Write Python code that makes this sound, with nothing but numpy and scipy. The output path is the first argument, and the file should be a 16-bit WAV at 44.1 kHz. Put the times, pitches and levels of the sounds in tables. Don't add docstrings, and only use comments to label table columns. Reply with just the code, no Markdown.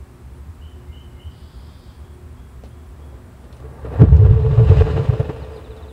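import sys
import numpy as np
from scipy import signal
from scipy.fft import rfft, irfft, next_fast_len
from scipy.io import wavfile
from scipy.ndimage import uniform_filter1d, map_coordinates

SR = 44100
rng = np.random.default_rng(int(sys.argv[2]) if len(sys.argv) > 2 else 0)


def wrap_up_sound(samples):
    columns = np.atleast_2d(samples).T
    tamed = np.clip(columns, -1, 1)
    steps = np.round(tamed * 32767).astype(np.int16)
    wavfile.write(sys.argv[1], SR, steps)


N = 261072
T = np.arange(N) / SR


def amp(db):
    return 10 ** (np.asarray(db) / 20)


def unit(x):
    return x / np.sqrt(np.mean(x ** 2) + 1e-20)


def span(start_s, end_s):
    return slice(int(start_s * SR), int(end_s * SR))


def wobble(rate):
    knots = rng.standard_normal(int(N * rate / SR) + 4)
    return map_coordinates(knots, [T * rate])


def filtered(x, response):
    m = next_fast_len(N + SR // 2)
    return irfft(rfft(x, m) * response(np.fft.rfftfreq(m, 1 / SR)), m)[:N]


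def noise(spectrum):
    f, db = np.transpose(spectrum)

    def response(hz):
        return amp(np.interp(np.log(hz + 1), np.log(f), db))

    return unit(filtered(rng.standard_normal(N), response))


def narrow(centre_hz, half_width_hz):
    return unit(filtered(rng.standard_normal(N), lambda hz: 1 / (1 + ((hz - centre_hz) / half_width_hz) ** 2)))


def wavering(centre_hz, spread_hz, rate, flicker_db):
    phase = 2 * np.pi * np.cumsum(centre_hz + spread_hz * wobble(rate)) / SR
    return unit(np.sin(phase) * amp(flicker_db * wobble(rate)))


def echoes(x, t60, wet_db):
    t = T[:SR]
    tail = rng.standard_normal(len(t)) * amp(-60 * t / t60)
    return x + amp(wet_db) * signal.fftconvolve(x, tail / np.linalg.norm(tail))[:N]


def note(s, length, start_hz, end_hz, db, depth_hz=0):
    out, now = np.zeros(N), span(s, s + length)
    age = T[now] - s
    u = np.clip(age / length, 0, 1)
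    glide = start_hz + (end_hz - start_hz) * np.sin(u * np.pi / 2)
    pitch = glide + depth_hz * signal.sawtooth(2 * np.pi * 58 * age, .8)
    envelope = np.tanh(10 * u) * np.sqrt(1 - u)
    out[now] = amp(db) * envelope * np.sin(2 * np.pi * np.cumsum(pitch) / SR)
    return out


# frequency in Hz, relative level in dB.
AIR_SPECTRUM = [(18, -45.5), (35, -14), (55, -8.5), (75, -3), (98, -10.5), (125, -9), (190, -16.5),
                (260, -16), (300, -23.5), (380, -22.5), (560, -27.5), (1100, -28.5), (3200, -43),
                (6000, -48.5), (15500, -51)]
# frequency in Hz, width in Hz, level in dB.
STEADY_HUMS = [(118.7, 16, -50), (248.4, 4.1, -63), (357.3, 2.8, -57.5), (388, 22, -63)]
# centre in seconds, half length in seconds, level in dB.
HUM_SWELLS = [(0.602, 0.018, -31), (1.057, 0.082, -30.5)]
DRONE_DB, DRONE_SWAY_DB = -39.5, 1.4


def background():
    sway = amp(DRONE_DB + DRONE_SWAY_DB * wobble(8))
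    drone = sway * wavering(70, spread_hz=6.77, rate=30, flicker_db=5.0)
    swell = sum(amp(db) * np.exp(-((T - s) / half) ** 2) for s, half, db in HUM_SWELLS)
    swells = swell * wavering(60.5, spread_hz=6.6, rate=30, flicker_db=4.0)
    hums = sum(amp(db) * narrow(hz, width / 2) for hz, width, db in STEADY_HUMS)
    return amp(-43.0) * noise(AIR_SPECTRUM) + drone + swells + hums


BOUT_START_S, BOUT_EVERY_S, BOUT_S = 1.05, 2.12, 1.4


def insects():
    cycle = 5.6 * T + .2 * wobble(3)
    pulse = (.5 + .5 * np.cos(2 * np.pi * cycle)) ** 2 * amp(2 * wobble(6))
    chirps = amp(-74.5) * (0.58 + pulse) * narrow(9560, 160)
    in_bout = 1. * ((T - BOUT_START_S) % BOUT_EVERY_S < BOUT_S)
    trill = amp(-77) * uniform_filter1d(in_bout, size=4000) * narrow(8742, 55)
    chorus = amp(-73) * narrow(7800, 500)
    return chirps + trill + chorus


# start in seconds, length in seconds, level in dB before lift and echoes.
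SONG_NOTES = [(0.609, 0.085, -55.5), (0.916, .12, -54), (1.189, 0.098, -52.5)]
# start in seconds, level in dB before lift and echoes.
SONG_CHIPS = [(2.04, -64), (2.369, -64.5), (2.702, -66), (3.015, -65), (3.36, -70)]
# frequency in Hz, relative level in dB.
BUZZ_SPECTRUM = [(2600, -32), (3200, 2.5), (4200, -4), (4700, 1.5), (5100, -2), (5500, -15), (6500, -28)]
SONG_HZ, SONG_RISE_HZ, SONG_TRILL_DEPTH_HZ = 2867, 190, 115
GRACE_LEAD_S, GRACE_S, GRACE_HZ, GRACE_DRY_DB = 0.044, .083, 2110, -62.5
CHIP_S, CHIP_FROM_HZ, CHIP_TO_HZ, CHIP_TRILL_DEPTH_HZ = .052, 3190, 3410, 75
BUZZ_DELAY_S, BUZZ_ATTACK_S, BUZZ_HOLD_S = .1, 0.03, 0.58
BUZZ_DRY_DB, BUZZ_FADE_DB_PER_S = -63.5, 150


def far_bird():
    song_end_hz = SONG_HZ + SONG_RISE_HZ
    trills = sum(note(s, length, SONG_HZ, song_end_hz, db, SONG_TRILL_DEPTH_HZ) for s, length, db in SONG_NOTES)
    graces = sum(note(s - GRACE_LEAD_S, GRACE_S, GRACE_HZ, GRACE_HZ, GRACE_DRY_DB, depth_hz=20)
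                 for s, _, _ in SONG_NOTES[1:])
    chips = sum(note(s, CHIP_S, CHIP_FROM_HZ, CHIP_TO_HZ, db, CHIP_TRILL_DEPTH_HZ) for s, db in SONG_CHIPS)
    age = T - SONG_NOTES[-1][0] - BUZZ_DELAY_S
    fading_s = np.maximum(age - BUZZ_ATTACK_S - BUZZ_HOLD_S, 0)
    swell = np.clip(age / BUZZ_ATTACK_S, 0, 1) * amp(-BUZZ_FADE_DB_PER_S * fading_s)
    pulsing = 1 + 0.34 * np.sin(2 * np.pi * 48 * T)
    buzz = amp(BUZZ_DRY_DB) * swell * noise(BUZZ_SPECTRUM) * pulsing
    song = amp(3.5) * (trills + graces + chips) + buzz
    return echoes(song, t60=.85, wet_db=1)


# start in seconds, level in dB before the body's lift, brightness in dB (snap against knock).
CELL_TICKS = [(2.637, -37.5, -15.5), (2.644, -60, -1), (2.656, -50, -10), (3.442, -49, -7),
              (3.527, -52, 2.5), (3.568, -62, 7), (3.603, -52, -8.5), (4.166, -41.5, 4), (5.765, -57, 4)]


def ticks():
    knock, snap = np.zeros(N), np.zeros(N)
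    for s, db, bright_db in CELL_TICKS:
        age = np.abs(T - s)
        crack, tail = amp(-60 * age / 0.011), 0.51 * amp(-60 * age / 0.14)
        fade = (T >= s) * amp(db) * (crack + tail)
        knock += fade
        snap += fade * amp(bright_db)
    body = noise([(80, -9.5), (300, 12.5), (900, -7), (2000, -43), (6000, -46.0)])
    bright = noise([(1000, -15.5), (3000, 0.0), (4500, -3), (7000, -13.5), (12000, -27.5)])
    return amp(3) * knock * body + snap * bright


# time in seconds, flow in dB re full flow.
GAS_FLOW = [(2.8, -45), (3.0, -20.5), (3.2, -21), (3.35, -25), (3.5, -19.5), (3.78, -13.5), (3.88, -6.5),
            (4.0, 1), (4.3, -0.5), (4.6, -3), (4.75, 4.5), (4.88, 0), (5.15, -5), (5.4, -8), (5.92, -16)]


def follow(full_db, slope=1, shut_db=0, opening_s=1):
    flow_db = np.interp(T, *np.transpose(GAS_FLOW))
    shut = np.exp(-np.maximum(T - BURST[0], 0) / opening_s)
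    leaking = np.clip((T - GAS_FLOW[0][0]) / 0.15, 0, 1)
    return leaking * amp(full_db + slope * flow_db - shut_db * shut)


# time in seconds, thump level in dB, half length in seconds, drive of rush, spit and tone in dB.
GAS_PUFFS = [(3.652, -36, 0.014, -49), (3.855, -35, .011, -37.5), (3.924, -38, 0.01, -44),
             (4.007, -6.5, 0.017, -31.5), (4.042, 3.5, .013, -31), (4.087, -16, 0.0044, -36),
             (4.139, 9, 0.023, -33), (4.214, 0.5, 0.035, -35), (4.259, 6, 0.01, -40),
             (4.312, 2.5, 0.0044, -51), (4.337, -11, 0.016, -32.5), (4.457, -3.5, 0.0096, -30),
             (4.51, -3.5, .006, -39), (4.586, -3.5, 0.014, -30.5), (4.62, -5, 0.024, -39.5),
             (4.702, -1.5, .006, -31.5), (4.724, 2, 0.012, -28), (4.814, -1, 0.0071, -25),
             (4.873, -22, 0.0084, -31.5), (4.969, -11, 0.0089, -28), (5.002, -10.5, 0.012, -36.5),
             (5.097, -4, 0.0085, -30.5), (5.136, -13, .014, -36), (5.205, -7.5, 0.0078, -29),
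             (5.298, -17, 0.0062, -30.5), (5.364, -31, 0.0033, -38.5), (5.427, -30, .0095, -43.5)]
# frequency in Hz, relative level in dB.
FLUTTER_SPECTRUM = [(20, -28.5), (42, -8), (70, 11), (95, 2.5), (125, 5.5), (165, -1), (195, -18),
                    (260, -31), (380, -21.5), (600, -75.5)]
# frequency in Hz, relative level in dB.
RUSH_SPECTRUM = [(100, -21), (230, 0.5), (370, 1.5), (520, 4), (650, 0), (800, -3.5), (1050, -12.5),
                 (1350, -12.5), (1900, -18.5), (2600, -29), (5000, -58)]
# frequency in Hz, relative level in dB.
HISS_SPECTRUM = [(700, -22.5), (1400, -4), (1900, -5), (2800, -1.5), (4000, -11.5), (5300, -16.5),
                 (6300, -20.5), (8000, -22.5), (11000, -51), (16000, -43)]
# frequency in Hz, width in Hz, boost in dB.
BOX_PANELS = [(895, 26, 8.5), (1014, 23, 10.5), (1151, 75, 10), (1382, 20, 7), (1624, 9, 11), (1860, 34, 7)]
# frequency in Hz, width in Hz, relative level in dB.
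BAG_HOLLOW = [(445.7, 14, 1), (488, 78, -2), (305.3, 4.7, -11)]
RUSH_DRIVE_DB, HISS_DRIVE_DB, TONE_DRIVE_DB = -34.5, -38.5, -22.5
HISS_SLOPE, HISS_SHUT_DB, WIDEN_S = 1.24, 9.5, 0.3
FLUTTER_DB, FLUTTER_SLOPE, FLUTTER_SHUT_DB, FILL_S = -3.5, 1.3, 20, .03
SETTLE_DB_PER_S = 15
LOCK_DELAY_S, LOCK_ATTACK_S = 0.13, 0.032
TONE_FADE_DB_PER_S = 14.5
THUMP_HZ, THUMP_SAG = 131.8, 0.29


def venting():
    rush = follow(RUSH_DRIVE_DB)
    hiss = follow(HISS_DRIVE_DB, HISS_SLOPE, HISS_SHUT_DB, WIDEN_S)
    taut_s = np.maximum(T - BURST[0] - LOCK_DELAY_S, 0)
    tone = np.minimum(taut_s / LOCK_ATTACK_S, 1) * amp(TONE_DRIVE_DB - TONE_FADE_DB_PER_S * taut_s)
    settling = amp(-SETTLE_DB_PER_S * np.maximum(T - BURST[0], 0))
    flutter = follow(FLUTTER_DB, FLUTTER_SLOPE, FLUTTER_SHUT_DB, FILL_S) * settling

    thumps, puffs = np.zeros(N), np.zeros(N)
    for s, thump_db, half, rush_db in GAS_PUFFS:
        now = span(s - 10 * half, s + 10 * half)
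        u = T[now] - s
        hz = THUMP_HZ / (1 + THUMP_SAG * amp(thump_db))
        thumps[now] += amp(thump_db) * np.exp(-(u / half) ** 2) * np.cos(2 * np.pi * hz * u)
        puffs[now] += amp(rush_db) * np.exp(-np.where(u < 0, (u / half) ** 6, (u / (2 * half)) ** 2))
    cloth = flutter * noise(FLUTTER_SPECTRUM) + thumps

    sputter = unit(amp(1.3 * wobble(45) + 2 * wobble(260)))
    dull = amp(4) * np.hypot(rush, puffs) * noise(RUSH_SPECTRUM)
    spit = amp(-16.5) * puffs * noise(HISS_SPECTRUM)
    ringing_hiss = echoes(sputter * hiss * noise(HISS_SPECTRUM), t60=.1, wet_db=6)
    jet = sputter * (dull + spit) + amp(-10.0) * ringing_hiss

    def panels(f):
        return amp(sum(db / (1 + (2 * (f - hz) / width) ** 2) for hz, width, db in BOX_PANELS))

    boxed = amp(-1.5) * filtered(jet, panels)
    locked = wavering(436, spread_hz=8, rate=50, flicker_db=3)
    fuzz = unit(sum(amp(db) * narrow(hz, width / 2) for hz, width, db in BAG_HOLLOW))
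    ring = locked + amp(-4.5) * fuzz
    ring_drive = np.hypot(tone, amp(6) * puffs + amp(-13) * rush)
    return cloth + boxed + ring_drive * ring


# time in seconds, thump level in dB before a 3 dB cut, thump pitch in Hz, blast level in dB.
BURST = (4.024, 5.8, 140, 1.2)
# frequency in Hz, relative level in dB.
BLAST_SPECTRUM = [(25, -21), (60, -12.5), (110, -2.5), (160, 7.5), (200, -4), (280, -1), (430, -15),
                  (700, -26), (1200, -38.5), (2500, -57), (6000, -83), (16000, -83)]
POP_RISE_S, POP_FALL_S = .012, .022


def pop():
    s, thump_db, hz, blast_db = BURST
    u = T - s
    shove = amp(thump_db - 3) * np.exp(-(u / POP_RISE_S) ** 2) * np.cos(2 * np.pi * hz * u)
    swell = np.exp(-np.abs(u / np.where(u < 0, POP_RISE_S, POP_FALL_S)) ** (4 / 3))
    blast = amp(blast_db) * noise(BLAST_SPECTRUM)
    boom = amp(-14) * wavering(250, spread_hz=60, rate=130, flicker_db=1)
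    return shove + swell * (blast + boom)


# start in seconds, starting pitch in Hz.
FALLING_WHISTLES = [(5.421, 4640), (5.558, 4700), (5.64, 4180), (5.703, 4230), (5.765, 4070), (5.821, 4110),
                    (5.881, 4150)]
# start in seconds, length in seconds.
HELD_NOTES = [(5.398, .02), (5.524, .059)]
WHISTLE_S, WHISTLE_TO_HZ, WHISTLE_DRY_DB = .039, 3370, -53.5
HELD_HZ, HELD_DRY_DB = 4900, -58.5


def near_bird():
    falls = sum(note(s, WHISTLE_S, hz, WHISTLE_TO_HZ, WHISTLE_DRY_DB) for s, hz in FALLING_WHISTLES)
    held = sum(note(s, length, HELD_HZ, HELD_HZ, HELD_DRY_DB) for s, length in HELD_NOTES)
    return amp(1.5) * echoes(falls + held, t60=.4, wet_db=-9)


def scene():
    around = background() + insects() + far_bird() + near_bird()
    cell = ticks() + venting() + pop()
    return (around + cell)[None]


def gain_control(x, ceiling_db, release_db, attack):
    over = np.maximum(20 * np.log10(np.abs(x) + 1e-9) - ceiling_db, 0)
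    held = np.maximum.accumulate(over + release_db * T) - release_db * T
    late = np.interp(T - .004, T, held)
    keep = np.exp(-1 / (attack * SR))
    cut_db = signal.lfilter([1 - keep], [1, -keep], late)
    return x * amp(-cut_db)


TOP_HZ = 15750


def record(dry):
    ducked = gain_control(dry[0], ceiling_db=0, release_db=17, attack=.002)
    clipped = np.clip(ducked, -1, 1)
    return filtered(clipped, lambda hz: hz < TOP_HZ)[None]


dry = scene()
out = record(dry)
wrap_up_sound(out)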